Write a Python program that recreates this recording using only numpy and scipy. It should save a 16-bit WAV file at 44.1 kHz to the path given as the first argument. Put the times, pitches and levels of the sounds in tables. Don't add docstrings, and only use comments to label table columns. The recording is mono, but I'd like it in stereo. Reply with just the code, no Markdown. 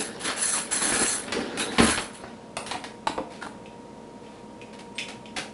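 import sys
import numpy as np
from scipy import signal
from scipy.fft import rfft, irfft, next_fast_len
from scipy.io import wavfile
from scipy.ndimage import uniform_filter1d, map_coordinates

SR = 44100
rng = np.random.default_rng(int(sys.argv[2]) if len(sys.argv) > 2 else 0)


def wrap_up_sound(samples):
    columns = np.atleast_2d(samples).T
    tamed = np.clip(columns, -1, 1)
    steps = np.round(tamed * 32767).astype(np.int16)
    wavfile.write(sys.argv[1], SR, steps)


N = 243873

# (frequency [Hz], level [dB per Hz])
AIR_SPECTRUM = [(12, -58.5), (20, -9), (48, -31), (120, -6), (161, -8.5), (199, -1), (375, -7.5),
                (557, -7.5), (850, -15.5), (920, -10), (996, -19), (1200, -19), (1370, -22.5), (1780, -25),
                (11000, -38), (14300, -101), (22000, -120)]
AIR_DB = -44.78
# (frequency [Hz], level [dB rms])
HUM_TONES = [(59.5, -63), (218, -52.5), (474, -54.5), (942, -53.5)]
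# (time [s], level change [dB])
HUM_GROWTH = [(2.3, -2.5), (3.6, 0)]

# (frequency [Hz], side minus middle [dB])
STEREO_WIDTH = [(60, -15), (110, -22), (190, -24.5), (340, -17.5), (600, -12.5), (1060, -6.5), (1880, -6.5),
                (3350, -6), (5950, -3.5), (10600, -11)]
# (frequency [Hz], t60 [s])
KITCHEN_DECAY = [(200, 0.32), (550, 0.59), (1400, 0.4), (3700, 0.32), (10000, 0.4)]
TOP_HZ = 11120

# (time [s], level [dB], hold [s], t60 [s], half the 3 dB treble cutoff [Hz])
SMEAR_EVENTS = [(2.668, -45.5, 0.074, 0.09, 9000), (3.301, -49.5, 0.055, 0.33, 6100),
                (3.411, -46.5, 0.046, 0.071, 9500), (4.214, -58.5, 0.18, .2, 4500),
                (4.729, -47.5, 0.0096, 0.16, 9000), (4.788, -44, 0.0089, 0.17, 9000),
                (4.953, -53, 0.019, .1, 10000), (5.083, -38.5, 0.013, 0.2, 7000),
                (5.363, -30, 0.02, 0.22, 5800)]
# (frequency [Hz], level [dB per Hz])
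SMEAR_SPECTRUM = [(240, -10.5), (400, -7), (506, -11), (580, -2), (659, -17), (747, -0.5), (907, -10.5),
                  (2170, -4.5), (2710, -4.5), (2990, -8.5), (3890, -7), (6870, -16), (11000, -16.5),
                  (14300, -49), (22000, -120)]

# (time [s], ring peak [dB], strongest frequency [Hz], tick before halving, re ring [dB])
CLINK_EVENTS = [(3.659, -36, 2860, -13), (4.264, -43, 3000, -21), (4.615, -35, 2400, -6.5),
                (4.9822, -20, 3300, -8), (4.987, -20.5, 2470, -4.5), (5.257, -31.5, 2980, -11.5)]
# (frequency [Hz], level [dB], t60 [s])
GLASS_MODES = [(2380, -17.5, 0.071), (2503, 0, 0.06), (2615, 10, 0.016), (2885, 1, 0.032), (3120, 3, 0.03),
               (3450, -1, 0.05), (3440, -34, 0.073), (5130, 10, .07), (5782, 4, 0.051), (8021, 10, .07)]
# (frequency [Hz], level [dB per Hz])
TICK_SPECTRUM = [(1200, -32), (2300, 15), (3500, 3.5), (5500, 2), (8000, -2), (11000, -7)]

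# (time [s], first ring peak [dB], strongest frequency [Hz], rebound after [s],
# crack before its 0.57 gain, re first ring [dB], crack t60 [s], crack top frequency [Hz])
KNOCK_EVENTS = [(2.568, -27, 750, .0045, 10, 0.023, 8800), (2.663, -42, 1290, .005, 12.5, 0.13, 10300),
                (2.712, -26, 1040, 0.0051, 5, 0.056, 6800), (2.745, -26.5, 730, 0.0082, -3.5, 0.052, 4030),
                (2.84, -30.5, 900, .005, 3.5, 0.058, 6600), (3.071, -15.5, 980, 0.0034, -1.5, 0.033, 6900),
                (3.1786, -18, 630, 0.00604, -4.5, 0.024, 2240),
                (3.425, -26.5, 1430, 0.00283, -6, 0.021, 9200), (3.447, -32, 1400, .005, -13, 0.044, 9000),
                (3.465, -27, 1100, .005, -8, 0.043, 9100)]
# (frequency [Hz], level [dB], t60 [s])
BOWL_MODES = [(238, -5, 0.04), (290, -0.5, 0.081), (453, 6, 0.062), (522, 0, 0.057), (743, 2, 0.044),
              (900, 13, 0.019), (1080, 8, 0.01), (1367, -11, 0.036), (1450, -0.5, 0.017),
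              (2400, -20, 0.018)]
# (frequency [Hz], level [dB per Hz])
CRACK_SPECTRUM = [(100, 2.5), (600, 3), (1400, 3), (2300, 4), (4300, 1), (7000, -7.5), (9700, 1.5),
                  (11200, -0.5)]
REBOUND_DB = 3
SETTLE_S, SETTLE_DB, SETTLE_HZ = 0.025, -7.5, 267

# (time [s], length [s], frequency [Hz], level before the swell [dB rms])
SQUEAK_EVENTS = [(1.06, 0.049, 7610, -30.5), (1.172, 0.089, 8770, -48), (1.592, .07, 3850, -33),
                 (1.67, 0.048, 3900, -40), (3.41, 0.029, 1480, -38.5), (4.948, 0.041, 8400, -51)]

# (time [s], thump peak [dB], clack level before fading [dB rms], clack top frequency [Hz])
BUMP_EVENTS = [(0.718, -50, -32.5, 12000), (0.82, -35, -30, 5000), (0.922, -26, -22.5, 2240),
               (1.021, -36, -27, 1820), (1.28, -32, -35, 3500), (1.322, -45, -24, 7600),
               (1.574, -50, -29, 11100), (1.783, -17, -16, 4500), (1.884, -22.5, -25.5, 2500),
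               (1.976, -35, -22.5, 4550), (2.237, -41, -35, 1240)]
# (frequency [Hz], level [dB], t60 [s])
CABINET_MODES = [(76, -9, 0.16), (100, -11, 0.16), (235, 4, 0.064), (300.4, 0, 0.054), (434, -4.5, 0.044),
                 (589, -7, 0.046), (1022, -7, 0.1)]
SLAM_S, SLAM_THUMP_DB, SLAM_CLACK_DB, SLAM_TOP_HZ = 1.799, -10.5, -24, 2500
SLAM_REPEAT_S, SLAM_LOSS_DB = 0.022, 3

# (frequency [Hz], level [dB per Hz])
RUMBLE_SPECTRUM = [(21, -41.5), (35, -20), (150, -20.5), (220, -4.5), (292, -4.5), (394, -7.5), (474, -4),
                   (533, -17), (577, -5), (616, -27), (800, -10.5), (1040, -42), (1760, -120)]
# (frequency [Hz], level [dB per Hz])
SCRAPE_SPECTRUM = [(320, -24), (550, -5.5), (612, -3), (695, -1), (927, -2.5), (1010, 0.5), (1220, -1),
                   (1330, 1.5), (1700, 3), (1970, -2), (4240, -5.5), (5360, -9.5), (6230, -17),
                   (7000, -18.5), (9100, -23), (15400, -120)]
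# (frequency [Hz], level [dB per Hz])
CHATTER_SPECTRUM = [(3240, -21), (5500, -11.5), (6200, -4.5), (7020, -8), (7610, -3.5), (9140, -3),
                    (9720, -2), (9890, -2), (10300, -2.5), (10600, 7), (11000, -6.5), (14300, -45),
                    (22000, -120)]
# (frequency [Hz], width [Hz], level [dB])
METAL_MODES = [(1696, 21, -4.5), (4260, 120, -6), (6170, 26, -2.5), (7570, 105, -5), (9700, 33, -35),
               (10220, 24, 7), (10260, 10.5, 1), (10250, 31, -0.5)]
# (time [s], hold [s], rumble level [dB], scrape level [dB], rattle level [dB])
DRAWER_JERKS = [(-0.012, 0.012, -32.5, -29, -28), (0.192, 0.035, -44, -38.5, -40),
                (0.236, 0.017, -35.5, -27, -29.5), (0.266, 0.029, -33.5, -28.5, -41),
                (0.36, 0.043, -44, -35, -31.5), (0.405, 0.096, -56, -36.5, -26),
                (0.52, 0.063, -44, -31.5, -26.5), (0.706, 0.063, -51, -32.5, -26),
                (0.804, .1, -36, -30.5, -27), (0.923, 0.046, -35, -28.5, -25),
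                (0.988, 0.043, -29.5, -29.5, -25.5), (1.039, 0.11, -62, -34, -27),
                (1.325, 0.0045, -40, -30, -49), (1.342, 0.078, -30, -38, -53.5),
                (1.579, .03, -35, -28.5, -30.5), (1.706, 0.08, -53, -38, -45),
                (1.78, 0.032, -20.5, -25, -32), (1.813, 0.11, -34.5, -27.5, -27.5),
                (1.985, 0.034, -43, -42, -37.5), (2.131, 0.011, -64, -46, -43)]
JERK_RISE_S = 0.019
RUMBLE_T60, SCRAPE_T60, RATTLE_T60 = 0.15, 0.35, 0.3
# (time [s], rumble level [dB])
DRAWER_GLIDE = [(0.0, -41), (0.45, -50), (0.7, -44), (1.1, -43.5), (1.42, -35.5), (1.72, -35), (2.08, -70),
                (2.28, -53), (2.56, -103)]
GLIDE_REF_DB, GLIDE_SCRAPE_DB, GLIDE_RATTLE_DB = -35.5, -42.5, -61.5
GLIDE_GROWTH = 0.41
JUDDER_DB = -0.06

AGE = np.arange(SR // 2) / SR


def amp(db):
    return 10 ** (np.asarray(db) / 20)


def unit(x):
    return x / np.sqrt(np.mean(x ** 2) + 1e-20)


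def along(points, hz):
    f, value = np.transpose(points)
    return np.interp(np.log(hz + 1), np.log(f + 1), value)


def wobble(rate):
    points = rng.standard_normal(int(N * rate / SR) + 4)
    return map_coordinates(points, [np.arange(N) * rate / SR])


def filtered(x, response):
    n = x.shape[-1]
    padded = next_fast_len(n + SR // 4)
    spectrum = rfft(x, padded) * response(np.fft.rfftfreq(padded, 1 / SR))
    return irfft(spectrum, padded)[..., :n]


def coloured(x, spectrum):
    return unit(filtered(x, lambda hz: amp(along(spectrum, hz))))


def diffuse(pair):
    middle = pair[0]
    side = filtered(pair[1], lambda hz: amp(along(STEREO_WIDTH, hz)))
    return np.array([middle + side, middle - side])


def add(track, s, sound):
    part = track[..., round(s * SR):][..., :sound.shape[-1]]
    part += sound[..., :part.shape[-1]]


def ring(modes, weight=np.ones_like, scatter_db=-1.6):
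    hz, db, t60 = np.transpose(modes)
    strength = amp(db + scatter_db * rng.standard_normal(len(hz))) * weight(hz)
    cycles = hz[:, None] * AGE
    build_up = 1 - np.exp(-2 * cycles)
    fade = amp(-60 * AGE / t60[:, None])
    x = strength @ (np.sin(2 * np.pi * cycles) * build_up * fade)
    return x / np.abs(x).max()


def favour(hz, centre_hz, octaves):
    return 1 / (1 + (np.log2(hz / centre_hz) / octaves) ** 2)


def soft(hz, top_hz):
    return 1 / np.sqrt(1 + (hz / top_hz) ** 6)


def crack(t60, top_hz):
    noise = rng.standard_normal(len(AGE))
    snap = filtered(noise, lambda hz: amp(along(CRACK_SPECTRUM, hz)) * soft(hz, top_hz))
    return unit(snap) * amp(-60 * AGE / t60)


def in_kitchen(x, wet_db, pan_db, build_s=0.0028):
    hz, t, z = signal.stft(rng.standard_normal((2, len(AGE))), SR, nperseg=256)
    fade = amp(-60 * t / along(KITCHEN_DECAY, hz)[:, None])
    tail = signal.istft(z * fade, SR, nperseg=256)[1][:, :len(AGE)]
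    tail = tail * (1 - np.exp(-(AGE / build_s) ** 2))
    tail = diffuse(tail / np.linalg.norm(tail[0]))
    echo = signal.fftconvolve(x[None], tail, axes=1)[:, :len(x)]
    direct = x * amp([[pan_db / 2], [-pan_db / 2]])
    return direct + amp(wet_db) * echo


def grains(rate, spread_db, smear):
    present = rng.random((2, N)) < rate / SR
    sign = rng.choice([-1, 1], (2, N))
    size = amp(spread_db * rng.standard_normal((2, N)))
    return unit(unit(present * sign * size) + smear * rng.standard_normal((2, N)))


def patchy(x, depth_db):
    z = signal.stft(x, nperseg=512)[2]
    field = rng.standard_normal(z.shape[1:])
    field = uniform_filter1d(field, size=5, axis=0)
    field = uniform_filter1d(field, size=8, axis=1)
    return unit(signal.istft(z * amp(depth_db * unit(field)), nperseg=512)[1][:, :N])


def appliance():
    t = np.arange(N) / SR
    rush = amp(AIR_DB) * diffuse(coloured(rng.standard_normal((2, N)), AIR_SPECTRUM))
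    tones = np.zeros(N)
    for hz, db in HUM_TONES:
        level = amp(db + wobble(8)) * np.sqrt(2)
        tones += level * np.sin(2 * np.pi * hz * t + 0.74 * wobble(20))
    return rush + tones * amp(np.interp(t, *np.transpose(HUM_GROWTH)))


def smears():
    out = np.zeros((2, N))
    for s, db, hold, t60, top_hz in SMEAR_EVENTS:
        clicks = grains(rate=1500, spread_db=3, smear=0.6)[0, :len(AGE)]
        swarm = coloured(clicks, SMEAR_SPECTRUM)
        swarm = unit(filtered(swarm, lambda hz: 1 / np.hypot(1, hz / top_hz / 2)))
        rise = 1 - np.exp(-20 * AGE / hold)
        fade = amp(db - 60 * np.maximum(AGE - hold, 0) / t60)
        add(out, s, in_kitchen(swarm * rise * fade, wet_db=-6, pan_db=4.0))
    return out


def clinks():
    out = np.zeros((2, N))
    for s, db, tone_hz, tick_db in CLINK_EVENTS:
        noise = coloured(rng.standard_normal(len(AGE)), TICK_SPECTRUM)
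        tick = 0.5 * noise * amp(tick_db - 60 * AGE / 0.099)
        glass = ring(GLASS_MODES, lambda hz: favour(hz, tone_hz, octaves=0.17))
        add(out, s, in_kitchen(amp(db) * (glass + tick), wet_db=1, pan_db=2))
    return out


def knocks():
    out = np.zeros((2, N))
    for s, db, tone_hz, rebound_s, crack_db, t60, top_hz in KNOCK_EVENTS:
        body = amp(db) * ring(BOWL_MODES, lambda hz: favour(hz, tone_hz, octaves=0.31))
        rebound = ring(BOWL_MODES, lambda hz: favour(hz, tone_hz, octaves=0.29))
        add(body, rebound_s, amp(db + REBOUND_DB) * rebound)
        settling = ring(BOWL_MODES, lambda hz: favour(hz, SETTLE_HZ, octaves=0.41))
        add(body, SETTLE_S, amp(db + SETTLE_DB) * settling)
        snap = 0.57 * amp(db + crack_db) * crack(t60, top_hz)
        add(out, s, in_kitchen(body, wet_db=-7.5, pan_db=1.5))
        add(out, s, in_kitchen(snap, wet_db=0.5, pan_db=3.0))
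    return out


def squeaks():
    out = np.zeros((2, N))
    for s, length, hz, db in SQUEAK_EVENTS:
        swell = np.sin(np.pi * np.minimum(AGE / length, 1))
        roughness = 1.4 * wobble(350)[:len(AGE)]
        tone = np.sqrt(2) * np.sin(2 * np.pi * hz * AGE + roughness)
        add(out, s, in_kitchen(amp(db) * swell * tone, wet_db=-10, pan_db=0))
    return out


def slam(count):
    hits = []
    for k in range(count):
        loss_db = k * SLAM_LOSS_DB
        hits.append((SLAM_S + k * SLAM_REPEAT_S, SLAM_THUMP_DB - loss_db, SLAM_CLACK_DB - loss_db, SLAM_TOP_HZ))
    return hits


def bumps():
    out = np.zeros((2, N))
    for s, thump_db, clack_db, top_hz in BUMP_EVENTS + slam(count=3):
        thump = amp(thump_db) * ring(CABINET_MODES)
        clack = amp(clack_db) * crack(t60=0.11, top_hz=top_hz)
        add(out, s, in_kitchen(thump + clack, wet_db=-3.5, pan_db=5.0))
    return out


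def burst(s, hold, t60):
    age = np.arange(N) / SR - s
    rise = np.clip(age / JERK_RISE_S, 0, 1)
    fade = amp(-60 * np.clip(age - hold, 0, 2 * t60) / t60)
    return (rise * fade) ** 2


def jerk_level(levels_db, t60):
    starts, holds = np.transpose(DRAWER_JERKS)[:2]
    power = sum(amp(db) ** 2 * burst(s, hold, t60) for s, hold, db in zip(starts, holds, levels_db))
    return np.sqrt(power)


def metal_response(f):
    return sum(amp(db) * 1j * f * width / (centre ** 2 - f ** 2 + 1j * f * width)
               for centre, width, db in METAL_MODES)


def drawer():
    t = np.arange(N) / SR
    glide_db = np.interp(t, *np.transpose(DRAWER_GLIDE))
    moving = t < DRAWER_GLIDE[-1][0]
    friction = amp(GLIDE_GROWTH * (glide_db - GLIDE_REF_DB)) * moving

    rumble_db, scrape_db, rattle_db = np.transpose(DRAWER_JERKS)[2:]
    rumbling = np.hypot(jerk_level(rumble_db, RUMBLE_T60), amp(glide_db) * moving)
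    scraping = np.hypot(jerk_level(scrape_db, SCRAPE_T60), amp(GLIDE_SCRAPE_DB) * friction)
    shaking = np.hypot(jerk_level(rattle_db, RATTLE_T60), amp(GLIDE_RATTLE_DB) * friction)
    judder = amp(JUDDER_DB * wobble(70))

    rumble = coloured(grains(rate=540, spread_db=1.5, smear=0.88), RUMBLE_SPECTRUM)
    scrape = patchy(coloured(grains(rate=1100, spread_db=2.5, smear=1), SCRAPE_SPECTRUM), depth_db=2.5)
    chatter = patchy(coloured(grains(rate=1600, spread_db=2, smear=1.2), CHATTER_SPECTRUM), depth_db=2)
    ringing = unit(filtered(grains(rate=400, spread_db=3, smear=0.3), metal_response))
    rattle = amp(-2.5) * chatter + amp(-3.5) * ringing
    return diffuse(rumbling * rumble + judder * (scraping * scrape + shaking * rattle))


def scene():
    return appliance() + smears() + clinks() + knocks() + squeaks() + bumps() + drawer()


def record(dry):
    def response(hz):
        bass = hz ** 2 / (hz ** 2 + 25 ** 2)
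        treble = np.clip((TOP_HZ - hz) / 200 + 0.5, 0, 1)
        return bass * treble
    return filtered(dry, response)


dry = scene()
out = record(dry)
wrap_up_sound(out)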